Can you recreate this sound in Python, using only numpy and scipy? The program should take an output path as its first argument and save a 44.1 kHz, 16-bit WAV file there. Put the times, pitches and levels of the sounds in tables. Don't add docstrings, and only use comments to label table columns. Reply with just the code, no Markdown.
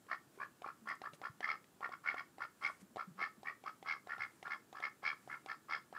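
import sys
import numpy as np
from scipy import signal
from scipy.fft import rfft, irfft
from scipy.io import wavfile
from scipy.ndimage import uniform_filter1d

SR = 44100
rng = np.random.default_rng(int(sys.argv[2]) if len(sys.argv) > 2 else 0)


def nominal_scale(level):
    x = np.asarray(level, float) / 20
    return 10 ** x


def store_pcm(level_fs):
    pcm = np.round(np.clip(level_fs, -1, 1) * 32767).astype(np.int16)
    wavfile.write(sys.argv[1], SR, np.atleast_2d(pcm).T)


N = 263718


def evened(x):
    return x / np.sqrt(np.mean(x ** 2) + 1e-20)


def read(points, hz):
    f, value = np.transpose(points)
    return np.interp(np.log(hz + 1), np.log(f + 1), value)


def add(mix, s, sound):
    part = mix[max(round(s * SR), 0):][:len(sound)]
    part += sound[:len(part)]


def hiss(colour, patchy_db):
    frames, hz = N // 256 + 5, np.fft.rfftfreq(1024, 1 / SR)
    real, imag, patches = rng.standard_normal((frames, 513, 3)).T
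    patches = uniform_filter1d(patches, size=6, axis=0)
    patches = evened(uniform_filter1d(patches, size=10, axis=1))
    level_db = read(colour, hz)[:, None] + patchy_db * patches
    z = (real + 1j * imag) * nominal_scale(level_db)
    return evened(signal.istft(z, nperseg=1024, noverlap=768)[1][:N])


def air():
    # f/Hz, level/dB per Hz
    floor_colour = [(15, -57), (25, -40), (140, 1.5), (290, 0.5), (350, 0.5), (434, -5.5), (723, -9.5),
                    (873, -9), (1050, -10.5), (1710, -12), (1960, -17.5), (4390, -20), (5300, -21),
                    (7320, -18.5), (15600, -23.5)]
    # f/Hz, level/dB
    rustle_colour = [(2000, 20.5), (4000, 9.5), (8500, 16), (11500, 9), (13000, 1), (15500, -14)]
    # t/s of the peak, level/dB, length/s
    rustles = [
        (0.358, -72.5, 0.037),
        (0.891, -63.5, 0.0084),
        (0.955, -61, 0.0027),
        (1.146, -63, 0.014),
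        (2.687, -68, 0.094),
        (2.813, -65, 0.011),
        (4.35, -74.5, 0.13),
        (5.287, -73, 0.17),
    ]
    # f/Hz, level/dB
    whine_tones = [
        (7485, -89),
        (14970, -93),
        (15030, -93),
    ]
    t = np.arange(N) / SR
    brush = sum(nominal_scale(db) * np.exp(-((t - s) / length) ** 2) for s, db, length in rustles)
    whine = sum(nominal_scale(db) * np.sin(2 * np.pi * hz * t) for hz, db in whine_tones)
    wash = nominal_scale(-68) * hiss(floor_colour, patchy_db=.7)
    return wash + brush * hiss(rustle_colour, patchy_db=-0.5) + whine


def yard(x):
    # f/Hz, t60/s
    decay = [(300, 0.047), (1200, 0.23), (1500, 0.24), (1800, 0.25), (2200, 0.18), (5000, 0.24),
             (10000, 0.29)]
    taps = np.zeros(SR // 2)
    at = np.arange(200, SR // 2 - 20, 20)
    taps[at + rng.integers(0, 20, len(at))] = rng.choice([-1., 1.], len(at))
    hz, t, z = signal.stft(taps, SR, nperseg=256)
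    decay_db = -60 * t / read(decay, hz)[:, None]
    tail = signal.istft(z * nominal_scale(decay_db), SR, nperseg=256)[1]
    return signal.fftconvolve(x, tail / np.linalg.norm(tail))[:N]


def thumps():
    # t/s, level/dB, f/Hz, length/s
    steps = [(0.267, -60.5, 138, 0.023), (0.818, -56.5, 217, 0.041), (0.849, -64, 205, 0.034),
             (1.127, -50.5, 157, 0.014), (1.294, -46.5, 126, 0.013), (1.431, -62, 218, 0.021),
             (2.822, -51, 192, 0.023), (2.907, -57, 235, 0.021), (3.072, -47.5, 188, 0.027),
             (3.104, -51.5, 156, 0.023), (3.149, -61, 189, 0.073), (3.375, -50.5, 208, 0.014),
             (4.179, -65, 113, 0.085), (5.249, -67.5, 136, 0.2)]
    out = np.zeros(N)
    for s, db, hz, length in steps:
        t = np.arange(0, 3 * length, 1 / SR)
        swell = np.minimum(t / 0.0094, 1) * np.exp(-(t / length) ** 2)
        add(out, s, nominal_scale(db) * swell * np.sin(2 * np.pi * hz * t))
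    return out


def calls():
    # start t/s, length/s, effort level/dB, palate/dB re throat, bill/dB re throat
    loud_calls = [(0.104, 0.057, -37.5, 4, -3.5), (0.876, 0.067, -41.5, 4, 4), (1.467, 0.089, -38, -2.5, 5),
                  (2.054, 0.097, -36.5, -2, 4.5), (2.627, 0.079, -37.5, -5, 8.5),
                  (3.193, 0.094, -37.5, -0.5, 3.5), (3.863, .11, -41, 0, 9), (4.195, 0.079, -40.5, 2, 7.5),
                  (4.497, 0.068, -40, 2, 5), (4.821, 0.074, -41.5, 5.5, 9.5),
                  (5.041, 0.1, -38.5, 0.5, 10.5), (5.7, 0.091, -38, -1.5, 5.5)]
    soft_calls = [(0.405, 0.06, -44, 4, -6.5), (0.649, 0.07, -42.5, -12, -9.5),
                  (1.039, 0.053, -41.5, 0.5, -25), (1.238, .052, -37.5, -4, -15),
                  (1.43, 0.046, -43.5, 11.5, 7.5), (1.83, 0.052, -37, -0.5, -11),
                  (1.918, 0.043, -43.5, -5, -3), (2.166, 0.064, -45, 6.5, 7.5),
                  (2.409, 0.056, -36.5, -3, -8), (2.981, 0.063, -39, -5, -9), (3.458, 0.079, -45, 6.5, 2),
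                  (3.656, 0.054, -38, -10, -11), (4.085, 0.096, -42, 3.5, -6), (4.451, 0.041, -39, -5, -23),
                  (4.753, 0.059, -42.5, -3, -16), (5.299, 0.084, -41, -1, 0.5), (5.482, 0.079, -41, 2, -6),
                  (5.95, 0.064, -41, 1.5, -8)]
    # place of its top (-1 start, 1 end), loss/dB half a call before, after it
    loud_arches = [
        (-0.13, -1, 3),
        (-0.35, 6, 5.6),
        (-0.13, 14, 16),
        (-0.25, 31, 33),
    ]
    soft_arches = [
        (-0.54, 5.1, 4.1),
        (-0.18, 11.5, 12),
        (-0.24, 15, 31),
        (-0.28, 14, 34),
    ]
    # palate f/Hz, bill f/Hz, chest/dB re throat, upper sheen/dB re call
    mouths = [(1814, 2210, -0.5, -26.5), (1680, 2400, 3, -35), (1710, 2400, -1, -31), (1845, 2065, -1, -21),
              (1710, 4700, -4.5, -31), (1813, 2220, -5.5, -24), (1788, 2080, -0.5, -23),
              (1810, 2190, -6, -20.5), (1820, 2190, -2.5, -38), (1730, 2180, -2, -20),
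              (1820, 2190, -8.5, -28), (1840, 2220, 0, -23), (1820, 2160, -6.5, -24),
              (1840, 2207, -5, -20.5), (1780, 2240, -4, -27), (1770, 2176, -6, -23),
              (1893, 2280, 0.5, -27.5), (1730, 2220, -7.5, -21), (1670, 2176, -8, -18.5),
              (1816, 2170, -9.5, -27.5), (1760, 2130, -9.5, -23.5), (1735, 2230, -8.5, -33),
              (1733, 2170, -5.5, -23), (1735, 2170, -5, -21.5), (1782, 2150, -6, -22),
              (1730, 2243, -6, -19), (1743, 2140, -12.5, -30), (1760, 2160, -6.5, -18),
              (1756, 2184, -6, -18.5), (1760, 1100, -12, -26)]
    both = [(row, loud_arches) for row in loud_calls] + [(row, soft_arches) for row in soft_calls]
    return [(row, arches, shape) for (row, arches), shape in zip(sorted(both), mouths)]


def arch_db(s, row, arches, chest_db):
    start, length, effort_db, palate_db, bill_db = row
    place = 2 * (np.asarray(s) - start) / length - 1
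    levels = []
    for db, (top, rise_db, fall_db) in zip((chest_db, 0, palate_db, bill_db), arches):
        loss_db = abs(np.where(place < top, rise_db, fall_db))
        levels.append(effort_db + db - loss_db * (place - top) ** 2)
    return levels


def breath(lead_s=0.025, leak_db=-20, fade_s=0.006):
    # f/Hz, level/dB
    leak_colour = [(500, -50), (1150, -5.5), (1400, 5), (1600, -12), (1800, -23), (2200, -4.5), (2900, -16),
                   (3300, -23), (4000, -20.5), (5000, -19), (5700, -24), (6800, -38), (9000, -65)]
    t, flow = np.arange(N) / SR, np.zeros(N)
    for row, arches, (*_, chest_db, _) in calls():
        s = row[0] + np.linspace(0, row[1], num=5)
        whole = nominal_scale(np.max(arch_db(s, row, arches, chest_db), axis=0) + leak_db)
        flow += np.interp(t, [s[0] - lead_s, *s, s[-1] + fade_s], [0, *whole, 0])
    return flow * hiss(leak_colour, patchy_db=0.5)


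def clicks():
    # t/s, level/dB, f/Hz, brightness/dB
    pops = [(0.066, -53, 425, -13), (0.375, -44, 395, -21), (0.619, -43.5, 720, -10),
            (0.661, -38.5, 812, -33), (1.016, -41, 760, -9), (1.133, -52, 596, -1.5),
            (1.215, -42.5, 763, -8), (1.405, -39.5, 745, -6.5), (1.641, -67, 517, 7),
            (1.806, -45.5, 800, -13.5), (1.891, -43, 744, -15), (2.142, -38.5, 737, -14),
            (2.382, -45, 780, -12), (2.817, -53, 290, -15), (2.959, -38.5, 743, -13),
            (2.968, -34.5, 737, -16), (3.218, -41, 770, -8), (3.431, -45, 770, -10),
            (3.638, -46, 770, -10.5), (3.826, -44.5, 777, -8), (4.071, -43, 730, -13),
            (4.18, -46.5, 780, -7.5), (4.427, -44.5, 760, -4), (4.478, -45.5, 775, -9),
            (4.727, -45, 760, -7.5), (4.801, -43, 737, -6.5), (5.03, -44.5, 767, -13),
            (5.275, -43.5, 740, -19), (5.46, -42.5, 777, -6.5), (5.926, -42.5, 750, -16)]
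    # f/Hz, level/dB
    spit_colour = [(1000, -16), (1900, 20.5), (2800, 15), (3600, 17), (4600, 7.5), (5800, 6.5), (7500, 0.5),
                   (10000, -3), (15000, -67)]
    out, t = np.zeros(N), np.arange(2048) / SR
    hz = np.fft.rfftfreq(2048, 1 / SR)
    for s, db, pitch_hz, bright_db in pops:
        spit = irfft(rfft(rng.standard_normal(len(t))) * nominal_scale(read(spit_colour, hz)))
        spit = evened(spit) * t / 0.00078 * np.exp(1 - t / 0.0014)
        knock = np.sin(2 * np.pi * pitch_hz * t) * (np.exp(-t / 0.0019) + 0.33 * np.exp(-t / 0.01))
        push = np.sin(2 * np.pi * 380 * t) * np.exp(-t / 0.0017)
        pop = np.minimum(t / 0.00095, 1) * (knock - 0.67 * push)
        add(out, s + 0.00044, nominal_scale(db + 1) * (pop + nominal_scale(bright_db - 9) * spit))
    return out


def ring(hz, ring_s, rough, luck, scoop=.025):
    t = np.arange(900) / SR
    rise = t / (3 * ring_s)
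    swell = (rise * np.exp(1 - rise)) ** 3
    turns = hz * (t + scoop * ring_s * np.exp(-t / ring_s)) + luck[0]
    knots = luck[1::2] + 1j * luck[2::2]
    smooth = np.hanning(38) / np.hanning(38).sum()
    ragged = np.convolve(np.repeat(knots, 36), smooth, "same")
    wave = ((1 + rough * ragged) * np.exp(2j * np.pi * turns)).real
    return swell * wave / np.sqrt(1 + 2 * rough ** 2)


def quack(mix, row, arches, shape, beat, jitter_s=.001, detune=.012, uneven_db=2.6, lead_db=-13, droop=.04):
    # ring time/s, lag of the peak/s, raggedness
    main_rings = [
        (.0017, -.003, .33),
        (.0016, -.0015, .38),
        (.0013, 0., .22),
        (.0012, 0., .12),
    ]
    # f/Hz, ring time/s, level/dB, raggedness, share of sheen (0-1)
    overtones = [(825.4, 0.00213, -23.5, 0.14, 0.12), (2547, 0.000733, -12.5, 1, 0.41),
                 (3273, 0.0018, -10, 0.47, 0.72), (4270, 0.001, -12, 0.97, 0.65),
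                 (4687, 0.0012, -6, 0.57, 0.98), (5026, .0013, -3, 0.49, 0.97),
                 (5430, 0.0025, -19.5, 0.074, 0.75), (6210, 0.0014, -21, 0.32, 0.98)]
    start, length = row[:2]
    anchor, rate, drift, throat_hz = beat
    *upper_hz, chest_db, sheen_db = shape
    tones = (1157.5, throat_hz, *upper_hz)
    k = np.arange(-9, 12)
    luck = rng.standard_normal((len(k), 12, 54))
    square = rate ** 2 + 2 * drift * k
    times = anchor + 2 * k / (rate + np.sqrt(abs(square)))
    for at, draws, ok in zip(times, luck, square > 0):
        if not ok or at < start - 1 / rate or at > start + length:
            continue
        early = at < start
        levels = np.add(arch_db(max(at, start), row, arches, chest_db), lead_db * early)
        whole_db = 10 * np.log10(np.sum(nominal_scale(levels) ** 2))
        place = 2 * (at - start) / length - 1
        shine_db = sheen_db - 3 * (place + 0.38) ** 2
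        mouth = 1 - droop * place ** 2
        modes = [(hz * mouth, r, lag, db, rough)
                 for hz, db, (r, lag, rough) in zip(tones, levels, main_rings)]
        modes += [(hz, r, .0008, whole_db + db + share * shine_db, rough)
                  for hz, r, db, rough, share in overtones]
        for (hz, r, lag, db, rough), draw in zip(modes, draws):
            sound = ring(hz * (1 + detune * draw[1]), r, rough, draw[3:])
            peak_s = at + lag + jitter_s * draw[2]
            add(mix, peak_s - 3 * r, nominal_scale(db + uneven_db * draw[0]) * sound)


def scene():
    # t/s of a strong pulse, pulse rate/Hz, rate change/(Hz/s), throat f/Hz
    beats = [(0.117, 70, -300, 1340), (0.434, 69, 0, 1480), (0.663, 73, -25, 1370), (0.902, 76, -100, 1410),
             (1.059, 66, 100, 1360), (1.256, 67, -300, 1380), (1.444, 74, 0, 1300), (1.491, 81, -75, 1300),
             (1.847, 67, -300, 1420), (1.938, 67, -200, 1390), (2.089, 79, -300, 1440),
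             (2.196, 76, -125, 1440), (2.423, 70, -225, 1410), (2.639, 84, -175, 1420),
             (2.997, 70, -300, 1370), (3.228, 86, -50, 1310), (3.486, 76, -250, 1250), (3.68, 67, 75, 1330),
             (3.887, 86, -300, 1350), (4.109, 79, -300, 1420), (4.208, 77, -250, 1420),
             (4.47, 78, 100, 1410), (4.521, 78, -275, 1390), (4.771, 64, 0, 1340), (4.841, 75, -150, 1330),
             (5.09, 78, -200, 1370), (5.316, 74, -150, 1390), (5.516, 68, -275, 1360),
             (5.737, 77, -225, 1370), (5.967, 72, 0, 1360)]
    ducks = clicks() + breath()
    for call, beat in zip(calls(), beats):
        quack(ducks, *call, beat)
    return (ducks + nominal_scale(-9.5) * yard(ducks) + thumps() + air())[None]


def roll_off(x):
    return signal.sosfilt(signal.butter(12, 15710, fs=SR, output="sos"), x)


def record(dry):
    thin = signal.sosfilt(signal.butter(2, 62, "high", fs=SR, output="sos"), dry)
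    edge = signal.firwin(401, 15720, window=("kaiser", 9), fs=SR)
    return roll_off(signal.oaconvolve(thin, edge[None], "same"))


dry = scene()
out = record(dry)
store_pcm(out)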